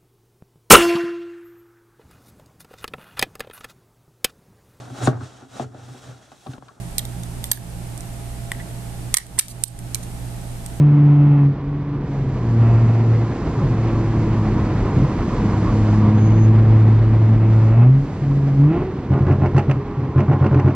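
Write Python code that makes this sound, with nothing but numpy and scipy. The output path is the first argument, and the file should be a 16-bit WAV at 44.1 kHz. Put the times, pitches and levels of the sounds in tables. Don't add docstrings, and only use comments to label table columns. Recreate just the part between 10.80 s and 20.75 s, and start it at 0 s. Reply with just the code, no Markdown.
import sys
import numpy as np
from scipy import signal
from scipy.fft import rfft, irfft
from scipy.io import wavfile

SR = 44100
rng = np.random.default_rng(int(sys.argv[2]) if len(sys.argv) > 2 else 0)


def file_out(sig):
    cols = np.atleast_2d(sig).T
    lim = np.clip(cols, -1, 1)
    pcm = np.round(lim * 32767).astype(np.int16)
    wavfile.write(sys.argv[1], SR, pcm)


N = 438794
TIME = np.arange(N) / SR
FREQS = np.fft.rfftfreq(N, 1 / SR)

# start in seconds, thud in dB, delay of a second charge
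# in seconds, gas blast in dB, blast rise in seconds.
MISFIRES = [(7.953,-15,0.011,-30,.012), (8.004,-20.5,.005,-29.5,0.015), (8.304,-6,.0094,-24.5,0.025),
            (8.341,-10.5,.0098,-27.5,.035), (8.405,-6,.0095,-31,.03), (8.467,-6.5,.0105,-21.5,0.023),
            (8.502,-6.5,.0092,-30.5,0.025), (8.585,-13,.009,-28,0.027), (8.62,-6.5,.0095,-22.5,0.022),
            (8.747,-4.5,.0088,-21,0.025), (8.88,-9,.008,-25,0.023), (8.958,-13.5,.008,-39,0.018),
            (9.169,-15.5,0.0078,-41,0.026), (9.224,-15.5,0.0074,-39.5,0.031), (9.29,-16.5,.011,-43.5,0.034),
            (9.36,-3.5,.0092,-22.5,0.031), (9.482,-5.5,.0085,-21.5,0.029), (9.523,-7.5,.0083,-33,0.023),
            (9.61,-5.5,.0093,-21,0.03), (9.713,-7,.009,-22,0.028), (9.759,-4.5,.0095,-27.5,0.026),
            (9.845,-4.5,.0093,-22.5,0.024)]
# frequency in Hz, gain in dB.
PIPE_WALL = [(80,-19.5), (190,9.5), (400,8), (1500,-2), (2900,-15.5), (3400,-21.5), (6000,-21),
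             (11000,-37.5), (14000,-65.5)]


def throttle(closing_s=0.24, coast_drone_db=-39.5, coast_rasp_db=-53):
    # start and end in seconds, opening time in seconds, drone in dB, its swell in dB/s,
    # rasp in dB, its swell in dB/s, upper-harmonic lift in dB.
    presses = [(0,0.588,0.0011,-10.5,-0.5,-40.5,8.5,-0.3), (0.749,1.125,0.12,-24.5,-3,-63,-10,3.5),
               (1.235,1.493,0.098,-24.5,15.5,-56,6,2), (1.54,2.366,0.34,-9,-8,-26.5,-22,-0.5),
               (2.715,4.05,0.29,-18,-3.5,-38.5,-6,1.7), (4.515,4.95,0.15,-18,-4.5,-52.5,10,0),
               (4.798,5.42,0.2,-17,6,-52.5,7.5,2), (5.339,6.09,0.23,-11.5,3,-46,8.5,-0.7),
               (6.093,7.01,0.072,-13,2,-50,16.5,-2.5), (6.907,7.072,0.09,-8.5,-0.5,-38.5,-16.5,1),
               (7.383,7.8,0.08,-19,11,-51,10.5,0), (7.758,7.951,0.032,-12,7,-49,60,2),
               (8.037,9.948,.1,-30,-4.5,-50,4,7)]
    # start in seconds, level in dB, rise in seconds.
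    stabs = [(6.57,-37.5,.06), (6.89,-35.5,0.043), (6.976,-34,0.049), (7.83,-31.5,0.12)]
    drone_gain, rasp_gain, lift_db = amp(coast_drone_db), amp(coast_rasp_db), 0
    for start, end, opening_s, drone_db, drone_swell, rasp_db, rasp_swell, upper_db in presses:
        pedal = span(start, end, opening_s, closing_s)
        held_s = np.clip(TIME - start, 0, end - start)
        drone_gain = np.maximum(drone_gain, amp(drone_db + drone_swell * held_s) * pedal)
        rasp_gain = np.maximum(rasp_gain, amp(rasp_db + rasp_swell * held_s) * pedal ** 7.4)
        lift_db = lift_db + pedal * (upper_db - lift_db)
    flares = sum(amp(db) * swell(start, rise_s, steep=4) for start, db, rise_s in stabs)
    return drone_gain, np.hypot(rasp_gain, flares), lift_db


def drone(firings, firing_hz, gain, lift_db, full_load_db=-10, low_revs_hz=106, sputter_db=4):
    # full-load level in dB, share of the load's fall in dB that it
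    # follows, loss in dB per Hz of firing rate above low revs.
    harmonics = [(-10.3,1,0), (-22.3,0.91,0), (-30,0.4,0.4)]
    # frequency in Hz, gain in dB.
    cabin = [(105,0.5), (150,1), (163,-7), (183,-35), (213,4.5), (221,-3), (230,-3), (262,-9), (284,2),
             (297,0), (318,1.5), (334,3.5), (350,-4), (378,-2), (392,-10), (412,1.5), (425,-1), (440,3)]
    fall_db = full_load_db - 20 * np.log10(gain)
    breakup = np.clip((firing_hz - 150) / (172 - 150), 0, 1)
    tones, levels_db = 0, []
    for k, (db, share, loss) in enumerate(harmonics, 1):
        source_db = db + (k > 1) * lift_db - share * fall_db - loss * (firing_hz - low_revs_hz)
        level_db = source_db + np.interp(k * firing_hz, *np.transpose(cabin))
        levels_db.append(level_db)
        flutter_db = 0.88 * np.sqrt(k) * wander(14)
        breakup_db = sputter_db * breakup * np.minimum(wander(55), 1)
        phase = 2 * np.pi * k * firings + .5 * breakup * wander(55)
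        tones = tones + amp(level_db + flutter_db + breakup_db) * np.cos(phase)
    halves = sum((1 + 0.47 * wander(10)) * np.cos(2 * np.pi * order * firings) for order in (.5, 1.5))
    return np.sqrt(2) * (tones + amp(levels_db[0] - 31) * halves)


def rasp(firings, pitched_db=10, clatter_db=-13):
    # frequency in Hz, gain in dB.
    bulkhead = [(100,-35), (300,-16), (480,9.5), (750,10.5), (1100,4), (1330,1), (1700,-4), (2200,-2),
                (2600,-0.5), (3200,-5.5), (3600,-12), (6000,-9.5), (10000,-22.5), (13000,-53.5)]
    clatter_spectrum = [(600,-19.5), (1100,0), (1330,8), (1550,-4.5), (1850,1.5), (2230,-0.5), (2420,-8),
                        (2580,3.5), (2780,-8), (3300,-15.5), (6000,-27), (10000,-40), (13000,-67.5)]
    lines = overtones(firings)
    pulse = np.cos(2 * np.pi * firings)
    pitched = unit(exhaust(lines, bulkhead))
    puffs = unit(exhaust(stereo_noise() * (1 + 0.74 * pulse), bulkhead))
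    growl = unit(amp(pitched_db) * pitched + puffs)
    rattle = stereo_noise() * (1 + pulse) ** 2 + amp(5) * lines
    return growl + amp(clatter_db) * unit(colour(rattle, clatter_spectrum))


def overtones(firings, between_db=-13, cylinders=6, size=4096):
    k = np.arange(size // 2 + 1)
    heights = np.where(k % cylinders, amp(between_db), 1) * (k > 3.5 * cylinders) * (k < 27 * cylinders)
    cycle = irfft(heights * np.exp(2j * np.pi * rng.random(len(k))))
    position = (firings + .003 * wander(45)) / cylinders % 1
    return unit(np.interp(position * size, np.arange(size), cycle))


def thuds(second_gain=0.77):
    return boom([(start + delay_s, gain * amp(db)) for start, db, gap_s, _, _ in MISFIRES
                 for delay_s, gain in [(0, 1), (gap_s, second_gain)]])


def blasts(shock_gap_s=.0163, puff_decay_s=0.016, shock_db=-3, gas_db=-2):
    shocks = np.zeros(N)
    for start, _, _, db, rise_s in MISFIRES:
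        force = amp(db) * (swell(start, rise_s, steep=3.1) + 0.6 * strike(start, decay_s=0.015))
        delays_s = shock_gap_s * (np.arange(7) + .04 * rng.standard_normal(7))
        at = np.minimum(np.round((start + np.maximum(delays_s, 0)) * SR).astype(int), N - 1)
        shocks[at] += force[at]
    puff = np.exp(-TIME[:SR // 10] / puff_decay_s)
    flow = signal.fftconvolve(shocks, puff / np.linalg.norm(puff))[:N]
    drive = amp(shock_db) * shocks + amp(gas_db) * flow * stereo_noise()
    return np.sqrt(shock_gap_s * SR) * exhaust(drive, PIPE_WALL)


def cracks(puff_s=.0045, echo_s=0.025, hard_db=-17.5, edge_slope=2.2):
    # start in seconds, level in dB.
    snaps = [(8.336,-29), (8.468,-29), (8.511,-30.5), (8.524,-29.5), (8.651,-32.5), (8.66,-27), (8.667,-35),
             (8.766,-24), (8.78,-19), (8.792,-25.5), (8.898,-27), (8.912,-21.5), (9.381,-27.5), (9.395,-32),
             (9.404,-26.5), (9.52,-33), (9.532,-30.5), (9.616,-31.5), (9.645,-28.5), (9.664,-26),
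             (9.745,-27.5), (9.797,-24), (9.883,-30), (9.905,-34)]
    # frequency in Hz, gain in dB.
    body_spectrum = [(300,-12), (600,5), (1000,5), (1400,2), (2800,0), (3400,-17), (6000,-22), (10000,-44),
                     (15000,-65)]
    edge_spectrum = [(2500,-29), (4400,9), (7000,7.5), (9000,5), (11000,-9.5), (15000,-12)]
    body = edge = 0
    noise = stereo_noise()
    for start, db in snaps:
        snap = noise * (strike(start, puff_s) + 0.14 * strike(start, echo_s))
        snap[:, round(start * SR)] += 1.5
        body = body + amp(db) * snap
        edge = edge + amp(-41.5 + edge_slope * (db - hard_db)) * snap
    return amp(-3) * (tint(body, body_spectrum) + exhaust(body, PIPE_WALL)) + tint(edge, edge_spectrum)


def exhaust(x, wall):
    # frequency in Hz, gain in dB.
    pipe_modes = [(215,7), (287,5.5), (352,5.5), (409,-1), (556,1), (612,1.5), (680,-1.5), (741,0.5),
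                  (822,-1), (855,-8), (920,-5), (975,-13), (1042,0.5), (1130,-7), (1200,-7.5), (1310,-8),
                  (1365,-5), (1432,-11), (1620,-11), (1700,-15.5), (1830,-7.5), (1955,-10.5), (2120,-12.5),
                  (2195,-14), (2510,-12), (2640,-17.5), (2920,-17), (3130,-21.5)]
    path = resonances(pipe_modes, width_hz=19, damping=0.0071) * amp(at_bins(wall))
    return irfft(rfft(x) * path / np.sqrt(np.mean(abs(path) ** 2)), N)


def boom(kicks, attack_s=0.0018):
    # frequency in Hz, level in dB, T60 in seconds.
    low_modes = [(46,-33.5,.15), (87,-23.5,0.15), (93.9,-11,0.41), (135.3,-0.5,0.2), (136,-14.5,0.12),
                 (237,-14,0.06), (279,-10.5,0.15), (348,-18,0.17)]
    push, t = np.zeros(N), TIME[:SR // 2]
    for start, gain in kicks:
        push[round(start * SR)] += gain
    ring = sum(amp(db - 60 * t / t60) * np.sin(2 * np.pi * hz * t) for hz, db, t60 in low_modes)
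    return signal.fftconvolve(push, ring * (1 - np.exp(-t / attack_s)))[:N]


def road(usual_roar_db=-34, damp_db=-30.5, wetting_s=0.1):
    # time in seconds, level in dB.
    roar_levels = [(0,-38.5), (1,-41), (2,-34.5), (5.15,-31), (5.4,-32), (6.8,-35), (7.1,-37.5),
                   (7.45,-37.5), (8.7,-37.5), (9.1,-39.5), (9.95,-37)]
    shudder_levels = [(0,-34), (.8,-35), (1.55,-29), (1.8,-25.5), (2.4,-31.5), (2.7,-23), (3,-27.5),
                      (3.4,-22), (4.6,-22.5), (5.5,-25), (6.9,-28.5), (7.8,-29), (8.2,-33), (8.8,-28),
                      (9.1,-36.5), (9.95,-46)]
    # start and end in seconds, spray relative to the roar in dB.
    wet_stretches = [(1.2,5.17,-19), (4.4,5.17,-17), (5.1,11.5,-24.5), (6.62,6.9,-19), (7.1,7.8,-19),
                     (8.3,12,-25)]
    # frequency in Hz, gain in dB.
    rumble_spectrum = [(30,-30), (60,-15.5), (75,-6.5), (90,-5), (135,-1), (180,-4), (230,-7.5), (290,-8.5),
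                       (370,-11.5), (480,-21.5), (700,-36.5), (1500,-61.5), (6500,-69), (9500,-85),
                       (11500,-125)]
    roar_spectrum = [(150,-26.5), (350,-6.5), (450,4.5), (540,-1), (800,-2), (880,-4.5), (970,-3),
                     (1120,-6), (1330,-10), (2100,-13.5), (2700,-20.5), (3500,-24), (6000,-33.5),
                     (10000,-71), (12000,-100)]
    spray_spectrum = [(1000,-18), (2500,1.5), (3400,-2.5), (4400,2), (5300,0.5), (5700,-1.5), (6900,0),
                      (8000,-8), (9500,-15.5), (11000,-47.5), (13000,-75)]
    shudder_spectrum = [(15,-29), (30,-9.5), (42,0.5), (55,-10.5), (68,-8.5), (100,-23.5), (400,-69)]
    roar_db = curves(roar_levels)[0]
    rumble_db = -23 + 0.88 * (roar_db - usual_roar_db)
    wetness = amp(damp_db)
    for start, end, db in wet_stretches:
        wetness = np.maximum(wetness, amp(db) * span(start, end, wetting_s, wetting_s))
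    rumble = amp(rumble_db + .3 * wander(8)) * unit(colour(stereo_noise(), rumble_spectrum))
    roar = amp(roar_db + 1.07 * wander(27)) * unit(colour(stereo_noise(), roar_spectrum))
    spray = wetness * amp(roar_db + .7 * wander(12)) * unit(colour(stereo_noise(), spray_spectrum))
    shudder = amp(curves(shudder_levels)[0]) * unit(colour(stereo_noise(), shudder_spectrum))
    return shudder + rumble + roar + spray


def tread(flicker_db=2.5):
    # frequency in Hz, gain in dB.
    groove_modes = [(815,-7), (965,-0.5), (1015,-3), (1060,-3.5), (1140,-4.5)]
    floor_pan = [(300,-10), (800,0), (1300,0), (2500,-12), (6000,-40), (12000,-80)]
    # time in seconds, level in dB.
    ring_levels = [(0,-44), (1.2,-50), (2,-45), (3.5,-42), (3.8,-40), (5.2,-37.5), (5.45,-46.5),
                   (6.5,-46.5), (7.2,-52), (9.95,-40.5)]
    # start in seconds, level in dB, rise in seconds.
    coarse_patches = [(3.72,-34,0.041), (4.22,-45,.05), (4.47,-39,.05), (4.71,-32,0.029),
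                      (4.85,-33.5,0.041), (5.215,-32,0.032)]
    steady = amp(curves(ring_levels)[0] + flicker_db * wander(9.5))
    surges = sum(amp(db) * swell(start, rise_s, steep=3) for start, db, rise_s in coarse_patches)
    path = resonances(groove_modes, width_hz=26) * amp(at_bins(floor_pan))
    return np.hypot(steady, surges) * unit(irfft(rfft(stereo_noise()) * path, N))


def bumps(knock_db=1, shake_db=-3):
    # start in seconds, level in dB, rise in seconds.
    seams = [(1.79,-23,.02), (2.76,-18,.03), (2.81,-17,.02), (2.89,-19,.025), (3.36,-21,.02),
             (3.705,-18,.015), (4.155,-8.5,.022), (4.213,-9.5,.011), (5.25,-16,.015)]
    # frequency in Hz, gain in dB.
    shake_spectrum = [(20, -17), (45, -17.5), (80, -5.5), (135, 11), (170, -2.5), (270, -14.5),
                      (500, -27), (1500, -71.5), (8000, -105)]
    shake = unit(colour(rng.standard_normal(N), shake_spectrum))
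    jolts = sum(amp(db) * swell(start, rise_s, steep=1) for start, db, rise_s in seams)
    knocks = boom([(start + rise_s / 2, amp(db)) for start, db, rise_s in seams])
    return amp(shake_db) * shake * jolts + amp(knock_db) * knocks


def squeal(waver=0.0016, fray=.2):
    # time in seconds, centre in Hz, level in dB, split in Hz.
    glide = [(5.33,6480,-64,-2), (5.38,6380,-52,-1.5), (5.48,6343,-45.5,6), (5.54,6230,-51,121),
             (5.6,6300,-46,251), (5.65,6400,-43,366), (5.71,6350,-68,375)]
    centre_hz, db, split_hz = curves(glide)
    sounding = (TIME > glide[0][0]) & (TIME < glide[-1][0])
    centre_hz = centre_hz * (1 + waver * wander(140))
    pair_hz = [centre_hz + split_hz * (side + fray * wander(140)) for side in (-.5, .5)]
    tones = [np.sin(2 * np.pi * np.cumsum(sounding * hz) / SR) for hz in pair_hz]
    return sounding * amp(db) * np.mean(tones, 0)


def stereo_noise():
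    # frequency in Hz, left-right coherence from 0 to 1.
    coherence = [(200,1), (1200,.997), (2200,.92), (4000,.6), (8000,.85)]
    common, separate = rfft(rng.standard_normal((2, N)))
    same = np.clip(at_bins(coherence), 0, 1)
    return irfft(np.array([common, same * common + np.sqrt(1 - same ** 2) * separate]), N)


def wander(rate_hz, size=16384):
    hz = np.fft.rfftfreq(size, TIME[-1] / size)
    motion = irfft(rfft(rng.standard_normal(size)) / (1 + (hz / rate_hz) ** 4), size)
    return np.interp(TIME, np.linspace(0, TIME[-1], size), unit(motion))


def swell(start, rise_s, steep):
    envelope = np.zeros(N)
    part = slice(round(start * SR), round(start * SR) + SR // 2)
    u = np.maximum(TIME[part] - start, 0) / rise_s
    envelope[part] = (u * np.exp(1 - u)) ** steep
    return envelope


def strike(start, decay_s):
    tail = np.exp(-TIME[:SR // 2] / decay_s)
    return np.concatenate([np.zeros(round(start * SR)), tail, np.zeros(N)])[:N]


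def span(start, end, opening_s, closing_s):
    u = np.clip(np.minimum((TIME - start) / opening_s, 1 - (TIME - end) / closing_s), 0, 1)
    return u * u * (3 - 2 * u)


def resonances(modes, width_hz, damping=0):
    return sum(amp(db) / (1 + 1j * (FREQS ** 2 - hz ** 2) / ((width_hz + damping * hz) * FREQS + 1))
               for hz, db in modes)


def colour(x, spectrum):
    return irfft(rfft(x) * amp(at_bins(spectrum)), N)


def tint(x, spectrum):
    return colour(x, spectrum) / np.sqrt(np.mean(amp(at_bins(spectrum)) ** 2))


def at_bins(points):
    hz, value = np.transpose(points)
    return np.interp(np.log(FREQS + 1), np.log(hz + 1), value)


def curves(rows):
    seconds, *columns = np.transpose(rows)
    return [np.interp(TIME, seconds, column) for column in columns]


def amp(db):
    return 10 ** (np.asarray(db) / 20)


def unit(x):
    return x / np.sqrt(np.mean(x ** 2) + 1e-20)


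def scene():
    # time in seconds, firing rate in Hz.
    revs = [(0,146.3), (.5,144.7), (.74,139.4), (.95,144.3), (1.2,143.3), (1.52,132.2), (1.65,114.7),
            (2.3,114), (3.5,110.1), (3.72,105.3), (5.3,105.9), (5.6,109.4), (6.9,110.2), (7.01,118.1),
            (7.12,133.3), (7.25,141.6), (7.78,137.6), (7.87,148.1), (7.96,174), (8,179.9), (8.08,189.4),
            (8.8,203.5), (9.95,211.3)]
    firing_hz = curves(revs)[0]
    firings = np.cumsum(firing_hz) / SR
    drone_gain, rasp_gain, lift_db = throttle()
    engine = drone(firings, firing_hz, drone_gain, lift_db) + rasp_gain * rasp(firings)
    return engine + thuds() + blasts() + cracks() + road() + tread() + bumps() + squeal()


def record(dry):
    # frequency in Hz, left minus right in dB.
    balance = [(130,0), (280,-.3), (550,-2), (1100,-1.7), (2200,-2.3), (4500,-1.6), (8000,0)]
    # frequency in Hz, left minus right phase in radians.
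    phase_lead = [(200,0), (1000,-.08), (2000,-.45), (4000,-1.3), (8000,-2.3), (11000,-3), (15000,-4)]
    low_cut_hz, high_cut_hz = 31, 11000
    left = amp(at_bins(balance) / 2) * np.exp(.5j * at_bins(phase_lead))
    low_cut = (1j * FREQS / (1j * FREQS + low_cut_hz)) ** 2
    stereo = irfft(rfft(dry) * low_cut * np.array([left, 1 / left]), N)
    band_limit = signal.firwin(511, high_cut_hz, window=("kaiser", 9), fs=SR)
    return signal.oaconvolve(stereo, band_limit[None], "same")


dry = scene()
out = record(dry)
file_out(out)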